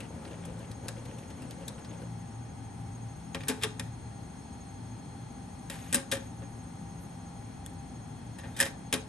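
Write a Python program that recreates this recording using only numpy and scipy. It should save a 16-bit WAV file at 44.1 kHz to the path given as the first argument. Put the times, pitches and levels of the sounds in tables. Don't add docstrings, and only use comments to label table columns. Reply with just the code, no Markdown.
import sys
import numpy as np
from scipy import signal
from scipy.fft import rfft, irfft
from scipy.io import wavfile
from scipy.ndimage import uniform_filter1d

SR = 44100
rng = np.random.default_rng(int(sys.argv[2]) if len(sys.argv) > 2 else 0)


def int16_out(signal):
    q = np.round(np.clip(np.atleast_2d(signal).T, -1, 1) * 32767)
    wavfile.write(sys.argv[1], SR, q.astype(np.int16))


N = 400428
RING_N = 16384
TIME, RING_TIME = np.arange(N) / SR, np.arange(RING_N) / SR
STOP_S, COAST_S = 2.07, 0.045


def amp(db):
    return 10 ** (np.asarray(db) / 20)


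def unit_rms(x):
    return x / np.sqrt(np.mean(x ** 2) + 1e-20)


def at_pitch(points, hz):
    f, value = np.transpose(points)
    return np.interp(np.log(hz + 1), np.log(f + 1), value)


def over_time(points):
    return np.interp(TIME, *np.transpose(points))


def bins(size):
    return np.fft.rfftfreq(size, 1 / SR)


def add(mix, start, sound):
    part = mix[:, round(start * SR):][:, :sound.shape[1]]
    part += sound[:, :part.shape[1]]


def wander(hz):
    return unit_rms(irfft(rfft(rng.standard_normal(N)) / (1 + (bins(N) / hz) ** 4), N))


def arch(start, length, t):
    return np.sin(np.pi * np.clip((t - start) / length, 0, 1))


def fade(t60, t=RING_TIME):
    return np.exp(-np.log(1000) * t / t60)


def build_up(rise_s):
    return 1 - np.exp(-RING_TIME / rise_s)


def nearness(hz, favoured_hz, reach):
    return sum(1 / (1 + (np.log((hz + 1) / centre) / reach) ** 2) for centre in favoured_hz)


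def resonances(hz, modes, boost_db, sharpness):
    return 1 + amp(boost_db) * sum(1 / (1 + (sharpness * (hz / mode[0] - 1)) ** 2) for mode in modes)


# f/Hz, phase/rad
LEFT_LEAD = [(200, 0), (1500, .15), (3000, .8), (6500, .7), (8300, 1.7), (10300, 3.1), (11200, 4.5),
             (12000, 6)]
# f/Hz, level/dB
LEFT_BOOST = [(60, 1.2), (200, 2.2), (650, 3.5), (1400, 1), (4400, 4), (8000, 1), (12000, 0)]
def stereo(hz):
    half = amp(at_pitch(LEFT_BOOST, hz) / 2) * np.exp(.5j * at_pitch(LEFT_LEAD, hz))
    return np.array([half, 1 / half])


# f/Hz, likeness (1 = the same)
AIR_LIKENESS = [(100, 0.99), (290, 0.84), (640, 0.065), (1400, 0.39), (4000, 0.11), (10000, 0.085)]
# f/Hz, likeness
CONTACT_LIKENESS = [(200, .96), (640, .88), (1500, .88), (4000, .8), (8000, .95)]
def noise_pair(size, likeness):
    hz = bins(size)
    shared, separate = rfft(rng.standard_normal((2, size)))
    same = np.clip(at_pitch(likeness, hz), -1, 1)
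    return np.array([shared, same * shared + np.sqrt(1 - same ** 2) * separate]) * stereo(hz)


def shaped_noise(gains, likeness):
    return unit_rms(irfft(noise_pair(N, likeness) * gains, N))


# f/Hz, time to fade by 60 dB/s
ROOM_DECAY = [(150, 0.18), (600, 0.49), (2000, 0.27), (6000, 0.31), (11000, 0.16), (13500, 0.16)]
def room_echo(sound):
    echoes = rng.standard_normal((2, SR // 2)) * (rng.random((2, SR // 2)) < .08)
    echoes[:, :round(.005 * SR)] = 0
    hz, t, bands = signal.stft(echoes, SR, nperseg=256)
    tail = signal.istft(bands * fade(at_pitch(ROOM_DECAY, hz)[:, None], t), SR, nperseg=256)[1]
    return signal.fftconvolve(sound, tail / np.linalg.norm(tail[0]), axes=1)[:, :N]


# f/Hz, relative level/dB
AIR_COLOUR = [(20, -45), (45, -12), (75, -3.5), (120, -3), (230, -7), (340, -16.5), (560, -22.5),
              (1000, -25.5), (1900, -29.5), (3000, -36), (5500, -40), (7700, -41), (9000, -29.5),
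              (10700, -54.5), (11400, -61), (13000, -102)]
# f/Hz, width/Hz, level/dB
HUM_NOTES = [(114.3, 3.5, -51), (170.6, 1.93, -53), (258.2, 20.3, -55), (815, 125, -56)]
# t/s, relative level/dB
HUM_THROB = [(0.0, -54), (0.23, -56.5), (0.92, -41), (1.3, -56), (2.9, -41.5), (3.59, -55), (3.82, -41.5),
             (4.58, -64), (4.96, -49.5), (5.88, -55.5), (6.18, -48), (7.4, -57), (7.63, -48), (7.94, -53),
             (8.32, -49), (8.47, -47), (9.08, -58)]
def room_hum(air_db=-45):
    hz = bins(N)
    out = amp(air_db) * shaped_noise(amp(at_pitch(AIR_COLOUR, hz)), AIR_LIKENESS)
    throb_db = over_time(HUM_THROB) - over_time(HUM_THROB).mean()
    for k, (centre, width, db) in enumerate(HUM_NOTES):
        note = shaped_noise(1 / (1 + ((hz - centre) / width) ** 2), AIR_LIKENESS)
        out += note * amp(db + throb_db * (k == 0))
    return out


def fan(hz=797, level_db=-62, sway_db=4.0, duck_db=-17):
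    angle = 2 * np.pi * hz * TIME + wander(2.8)
    note = np.sqrt(2) * (stereo(hz)[:, None] * np.exp(1j * angle)).real
    driving = np.clip((STOP_S - TIME) / COAST_S, 0, 1)
    return amp(level_db + duck_db * driving + sway_db * np.tanh(wander(3.9))) * note


# multiple of the spin rate, base level/dB
WHINE_TONES = [(14, -79), (18, -71.5), (19, -78), (23, -71), (24, -77), (30, -77), (33, -79), (34, -80),
               (35, -84), (36, -66.5), (37, -83.5), (39, -83.5), (44, -91.5), (47, -69.5), (49, -76.5)]
# f/Hz, base level/dB
WHINE_FILL = [(2500, -103), (5000, -91), (7500, -89.5), (9000, -85), (10200, -75), (10800, -78.5)]
# t/s, change of the lower tones/dB, change of the upper tones/dB
WHINE_SWELLS = [(0, -4, -1.5), (.5, -4.5, -3), (1.1, -2, 0.5), (1.9, -3.5, -1.5), (2.5, -4.5, -3),
                (3.1, -4.5, -1.5), (4.4, -2.5, -2.5), (5.2, -1, -3), (5.6, -3.5, -0.5), (6.5, -4, -0.5),
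                (6.9, -3, -1.5), (7.6, -2.5, -2), (9.08, -1, -3)]
def whine(spin_hz=181.33, waver=0.00014, pulse_hz=13.25, pulse_db=4, flutter_db=3.5, drift_db=0.5):
    turns = np.cumsum(spin_hz * (1 + waver * wander(25.0))) / SR
    flutter, drift = wander(40), wander(0.32)
    sway_db = pulse_db * np.cos(2 * np.pi * pulse_hz * TIME) + flutter_db * flutter
    main_db = {round(k): db for k, db in WHINE_TONES}
    lower_db, upper_db = (over_time(np.array(WHINE_SWELLS)[:, [0, column]]) for column in (1, 2))
    out = np.zeros((2, N))
    for k in range(14, 62):
        unrest = min(k / 36, 1) ** 2
        db = main_db.get(k, at_pitch(WHINE_FILL, k * spin_hz)) + (lower_db if k < 30 else upper_db)
        db += drift_db * np.roll(drift, rng.integers(N))
        db += unrest * np.roll(sway_db, rng.integers(N))
        angle = 2 * np.pi * (k * turns + rng.random())
        angle += unrest * 0.7 * np.roll(flutter, rng.integers(N))
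        sides = stereo(k * spin_hz)[:, None]
        out += np.sqrt(2) * amp(db) * abs(sides) * np.cos(angle + np.angle(sides))
    return out


def swish(start_s=6.975, length_s=.1, hz=11000, width_hz=900, level_db=-64):
    hiss = shaped_noise(1 / (1 + ((bins(N) - hz) / width_hz) ** 4), AIR_LIKENESS)
    return amp(level_db) * hiss * arch(start_s, length_s, TIME)


def grains(size, per_s=900, spread_db=2.5, grain_s=0.0018):
    strengths = amp(spread_db * np.minimum(rng.exponential(1, size), 3))
    knocks = strengths * (rng.random(size) < per_s / SR)
    bursts = signal.lfilter([1], [1, -np.exp(-1 / (grain_s * SR))], knocks)
    return rfft(bursts * irfft(noise_pair(size, CONTACT_LIKENESS), size))


# f/Hz, width/Hz, relative level/dB
PLATTER_MODES = [(452, 104, 19), (545, 27, 13), (914, 70, 16), (1510, 82, 17), (3440, 44, -12),
                 (3800, 56, -8.5)]
# f/Hz, relative level/dB
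GRIND_COLOUR = [(150, 3), (310, 9.5), (400, -3), (700, 7), (1200, -11), (2600, -9), (4200, -9.5),
                (6300, -15), (7400, -24), (10500, 2), (12500, -61), (15000, -60)]
def platter(size, shift):
    hz = bins(size)
    body = 1 + sum(amp(db) / (1 + 2j * (hz - centre * shift) / width)
                   for centre, width, db in PLATTER_MODES)
    return unit_rms(irfft(grains(size) * body * amp(at_pitch(GRIND_COLOUR, hz)), size))


# t/s, length/s, grind level/dB, rasp level/dB
RATTLE_SWELLS = [(0, 0.076, -50, -58), (.07, 0.14, -51, -69), (.205, 0.11, -48, -61),
                 (.28, 0.1, -49.5, -59.5), (.41, .14, -52.5, -59.5), (.57, 0.11, -53, -61),
                 (.64, 0.049, -57, -67), (.82, 0.095, -49, -67), (.955, 0.057, -48, -59),
                 (1.05, .11, -49.5, -59), (1.18, 0.074, -53, -58), (1.27, .06, -52, -66),
                 (1.35, 0.12, -52, -63), (1.41, 0.057, -51, -66), (1.49, 0.052, -51, -60),
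                 (1.59, 0.068, -50, -58), (1.66, 0.076, -49.5, -71), (1.77, 0.042, -49.5, -57),
                 (1.88, 0.093, -49.5, -60), (1.978, 0.075, -48, -68)]
# f/Hz, relative level/dB
ROLLER_COLOUR = [(1000, -18), (1900, -6.5), (2600, -5.5), (3100, -4), (4000, -23), (7000, -22),
                 (13000, -60)]
def gears(effort, rub_db=-35, pitch_scatter=0.056):
    out = amp(rub_db) * effort * platter(N, shift=0.69)
    for start, length, grind_db, rasp_db in RATTLE_SWELLS:
        shift = np.exp(pitch_scatter * rng.standard_normal())
        grit = grains(RING_N, per_s=330, spread_db=2.0, grain_s=0.0015)
        rasp = amp(rasp_db) * unit_rms(irfft(grit * amp(at_pitch(ROLLER_COLOUR, bins(RING_N) / shift))))
        grind = amp(grind_db) * platter(RING_N, shift)
        add(out, start, arch(0, length, RING_TIME) * (grind + rasp))
    return out


# t/s, level/dB, treble/dB, ringing f/Hz, rise/s
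CAROUSEL_TICKS = [(.004, -44.5, -0.5, 2700, .002), (.248, -45.5, -6, 4360, .003),
                  (0.308, -50.5, -6, 2900, 0.0028), (0.4518, -54, 15.5, 2600, .004),
                  (0.589, -61, 15, 4050, .004), (0.713, -51, 4, 4029, .002),
                  (0.8819, -42, 2.5, 4360, 0.00087), (.886, -43, 3, 1400, 0.0018),
                  (.976, -58, -6, 4330, .003), (1.052, -51, 0, 4240, .003), (1.182, -53.5, 9, 2800, .004),
                  (1.301, -49, 3, 3120, 0.0043), (1.419, -51, 4, 2700, .003), (1.508, -49.5, 5, 4200, .002),
                  (1.6794, -45, 10.5, 4000, 0.0012), (1.845, -46.5, -5, 4530, 0.0038),
                  (1.912, -62, -6, 2800, 0.0071)]
def ticks(muffle_hz=13500):
    out = np.zeros((2, N))
    for start, db, treble_db, hz, rise in CAROUSEL_TICKS:
        thud_db = -1 + 0.847 * (db + 48)
        tick = clack(thud_db, treble_db, chatter_s=0.035, hollows_hz=[hz], hollow_db=6.5, reach=0.13)
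        muffled = irfft(rfft(tick) / (1 + (bins(RING_N) / muffle_hz) ** 16))
        add(out, start, amp(db) * muffled * build_up(rise) * (1 - RING_TIME / RING_TIME[-1]))
    return out


# t/s, relative level/dB
DRIVE_EFFORT = [(0.0, -49), (0.07, -54), (0.25, -52), (0.65, -50.5), (0.75, -58), (0.85, -52.5),
                (1.26, -56), (1.39, -53), (2.02, -54.5)]
# f/Hz, relative level/dB
RUMBLE_COLOUR = [(60, -10), (240, -10.5), (540, 4), (700, -17), (930, -12), (1200, -10.5), (2500, -20),
                 (5000, -30), (9000, -22.5), (12000, -48), (15000, -78)]
def carousel(uneven_db=3, drive_db=-2):
    coasting = np.exp(-np.maximum(TIME - STOP_S, 0) / COAST_S)
    effort = amp(drive_db + over_time(DRIVE_EFFORT)) * coasting
    rumble = shaped_noise(amp(at_pitch(RUMBLE_COLOUR, bins(N))), CONTACT_LIKENESS)
    unevenness = unit_rms(amp(uneven_db * np.tanh(wander(36))))
    return effort * rumble * unevenness + gears(effort) + ticks()


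def skid_pressure(start, length, bite_s=0.013, swell_db=1, release_s=0.019):
    t = np.maximum(TIME - start, 0)
    release = np.exp(-np.maximum(t - length, 0) / release_s)
    return np.minimum(t / bite_s, 1) * amp(swell_db * np.minimum(t / length, 1)) * release


# t/s, length/s, level/dB
RIM_SKIDS = [(3.44, 0.21, -61), (3.796, 0.078, -64), (5.696, 0.063, -47.5), (5.78, 0.23, -54.5),
             (6.107, 0.17, -62), (8.43, 0.1874, -64), (8.574, 0.1, -44)]
# f/Hz, relative level/dB
RIM_COLOUR = [(200, 2), (1200, 2), (1750, 6.5), (2400, 5), (3300, 1), (6000, -7), (9000, 2), (11500, 1),
              (13500, -47), (16000, -48)]
def skids(grain_db=-1.5):
    body = resonances(bins(N), DISC_MODES, boost_db=-1, sharpness=78)
    rub = shaped_noise(amp(at_pitch(RIM_COLOUR, bins(N))) * np.sqrt(body), CONTACT_LIKENESS)
    pressure = sum(amp(db) * skid_pressure(start, length) for start, length, db in RIM_SKIDS)
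    return rub * unit_rms(amp(grain_db * wander(700))) * pressure


def squeak(start_s=8.543, length_s=.022, hz=3650, level_db=-53):
    out, t = np.zeros((2, N)), np.arange(0, length_s, 1 / SR)
    note = (stereo(hz)[:, None] * np.exp(2j * np.pi * hz * t)).real
    add(out, start_s, amp(level_db) * note * arch(0, length_s, t))
    return out


def ring(modes, favoured_hz, reach, rise_s, detune, spread_rad, floor_db=-14.5):
    out = 0
    for hz, db, t60 in modes:
        pitch_chance, side_chance = rng.standard_normal(2)
        sides = stereo(hz) * np.exp(1j * spread_rad * side_chance * np.array([1, -1]))
        wave = np.exp(2j * np.pi * (hz * (1 + detune * pitch_chance) * RING_TIME + rng.random()))
        strength = amp(db) * (amp(floor_db) + nearness(hz, favoured_hz, reach))
        out = out + (sides[:, None] * wave).real * strength * fade(t60)
    return out * build_up(rise_s)


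# f/Hz, relative level/dB, time to fade by 60 dB/s
TRAY_MODES = [(253, 0.5, 0.18), (425.3, -6, 0.12), (548, -4, 0.12), (863, -5, 0.045)]
def tray_thud(favoured_hz):
    return ring(TRAY_MODES, favoured_hz, reach=0.028, rise_s=0.0042, detune=0.0053, spread_rad=0.037)


# f/Hz, relative level/dB, time to fade by 60 dB/s
DISC_MODES = [(1139, -14, 0.027), (1610, -10.5, 0.064), (1775, -0.5, 0.045), (1872, -4, 0.041),
              (2460, -26, 0.038), (2730, -27, .04), (3170, -21, 0.032), (3360, -7, 0.018),
              (3630, -12, 0.033), (3890, -22, 0.026), (5150, -20, 0.02), (7960, -15, 0.037),
              (9010, 8, 0.042), (10960, -12, .04)]
def disc_ring(favoured_hz):
    return ring(DISC_MODES, favoured_hz, reach=0.064, rise_s=0.00032, detune=0.0085, spread_rad=0.1597)


# f/Hz, relative level/dB, rise/s, factor on the chatter time
PLASTIC_BANDS = [(130, -20, 0.011, 3.1), (272, -12.5, 0.025, 4.2), (576.6, -8, 0.0072, 1.46),
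                 (980, -14.5, 0.0022, 3.33), (2040, -8, 0.00046, 2.26), (3480, -4.5, 0.00027, 1.23),
                 (5600, -7.5, 0.00034, 1.54), (7770, -0.5, 0.0002, 0.77), (10000, 2.5, 0.00016, 0.85),
                 (13000, -19, 0.00022, 0.35), (13700, -25, .0002, 0.44)]
def clack(thud_db, treble_db, chatter_s, hollows_hz, hollow_db=0, reach=0.033):
    hz = bins(RING_N)
    body = resonances(hz, TRAY_MODES + DISC_MODES, boost_db=3, sharpness=55)
    contacts = amp(3 * unit_rms(uniform_filter1d(rng.standard_normal(RING_N), size=40)))
    chatter = rfft(irfft(noise_pair(RING_N, CONTACT_LIKENESS)) * contacts) * body
    low_cut = hz ** 2 / (hz ** 2 + 90 ** 2)
    hollow_humps = 1 + amp(hollow_db) * nearness(hz, hollows_hz, reach)
    snap = amp(-23) * fade(0.015)
    centres, out = [row[0] for row in PLASTIC_BANDS], 0
    for (centre, db, rise, stretch), this_band in zip(PLASTIC_BANDS, np.eye(len(centres))):
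        band = chatter * at_pitch(list(zip(centres, this_band)), hz) * low_cut
        noise = irfft(band * hollow_humps) / irfft(band).std()
        tilt_db = at_pitch([(450, thud_db), (1500, 0), (3000, 0), (8500, treble_db)], centre)
        out = out + amp(db + tilt_db) * noise * (fade(chatter_s * stretch) + snap) * build_up(rise)
    return out


# from t/s, two tray f/Hz, two disc f/Hz, disc ring left over right/dB
LANDING_SPOTS = [(3.3, 372, 486, 1190, 2400, 7), (3.44, 259, 425, 1070, 1520, 9),
                 (3.58, 413, 430, 1230, 3430, 3), (3.75, 235, 280, 1280, 2370, 1),
                 (5.6, 524, 600, 1640, 2530, 5.5), (5.9, 253, 545, 1610, 8400, 7),
                 (6.07, 525, 620, 1700, 3170, 5), (7.5, 350, 500, 3170, 3160, 1),
                 (8.3, 525, 620, 1690, 1940, -4), (8.85, 265.4, 438, 2220, 2980, -3)]
# t/s, level/dB,
# thud/dB, treble/dB, ring/dB, base chatter time/s
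DISC_KNOCKS = [ (3.346, -27.5, 7.5, -10, -4, 0.033), (3.404, -41.5, -10, -16, -5, 0.056),
               (3.434, -40, -4, -11, -9.5, 0.024), (3.472, -47, -3, -19, -5, .04),
               (3.4818, -30, -8, 5.5, 4, 0.055), (3.488, -27.5, -1.5, -8, -2, 0.037),
               (3.494, -32.5, 8, -2, -10, 0.082), (3.613, -39, -9, -16, -6, 0.096),
               (3.622, -33, -9, -5.5, -4, 0.07), (3.6344, -22.5, -8, -3, -1, 0.033),
               (3.642, -32, 7.5, -4, 0, 0.045), (3.795, -30, 0.5, -0.5, -8.5, 0.028),
               (5.698, -38, 6, 0, 2.5, .05), (5.926, -31, -3, 0.5, -16, 0.063),
               (5.943, -27, 0, 4.5, 2.5, 0.073), (5.955, -32.5, 9.5, 7, -9, 0.011),
               (6.114, -30, -5, -0.5, -8, 0.071), (6.123, -27.5, 9, 1, 4.5, 0.019),
               (6.132, -37.5, 9.5, 4, -6, 0.073), (6.15, -39.5, -11, 0, -5, 0.045),
               (6.169, -39, -6, -4, -4, 0.024), (6.418, -50.5, 17.5, -22.5, -21, 0.058),
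               (6.617, -56, 3, -17, -10, .02), (7.6622, -48.5, 12, 13, 11, 0.01),
               (8.384, -46, 5, -4, -15, 0.086), (8.433, -47, 10, -22.5, -3, 0.12),
               (8.5637, -40.5, -4, -1, -18, 0.091), (8.589, -36, 1, -1, -15, 0.067),
               (8.601, -18.5, -5.5, 0.5, 2, 0.029), (8.609, -30.5, 4, 7, -4, 0.03),
               (8.615, -30, 5.5, -1, -8, 0.039), (8.6262, -25.5, -3, -0.5, -4, 0.027),
               (8.652, -33, 4.5, -2.5, -17, 0.046), (8.667, -46, 0, -9, -13, 0.025),
               (8.926, -26.5, 3, -1, 0, 0.04004), (8.9357, -28, 5, 0.5, -7, 0.054),
               (8.947, -40, 10, -2, -5, .03), (8.9585, -45, -8, -1, -6, .03)]
def discs(pitch_scatter=0.017, rise_share=0.034):
    out = np.zeros((2, N))
    for start, db, thud_db, treble_db, ring_db, chatter_s in DISC_KNOCKS:
        spot = max(sum(row[0] <= start for row in LANDING_SPOTS) - 1, 0)
        _, low_hz, high_hz, *disc_hz, pan_db = LANDING_SPOTS[spot]
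        disc_hz = np.array(disc_hz) * np.exp(pitch_scatter * rng.standard_normal(2))
        tray = amp(thud_db) * tray_thud([low_hz, high_hz])
        disc = amp(ring_db + pan_db * np.array([[.5], [-.5]])) * disc_ring(disc_hz)
        contact = amp(db) * build_up(rise_share * chatter_s)
        add(out, start, contact * (clack(thud_db, treble_db, chatter_s, disc_hz) + tray + disc))
    return out


def scene(echo_db=-12):
    near = discs() + skids() + squeak() + swish() + carousel()
    return near + amp(echo_db) * room_echo(near) + room_hum() + fan() + whine()


def record(dry):
    low_pass = signal.firwin(255, 16500, window=("kaiser", 9), fs=SR)
    return signal.oaconvolve(dry, low_pass[None], "same")


dry = scene()
out = record(dry)
int16_out(out)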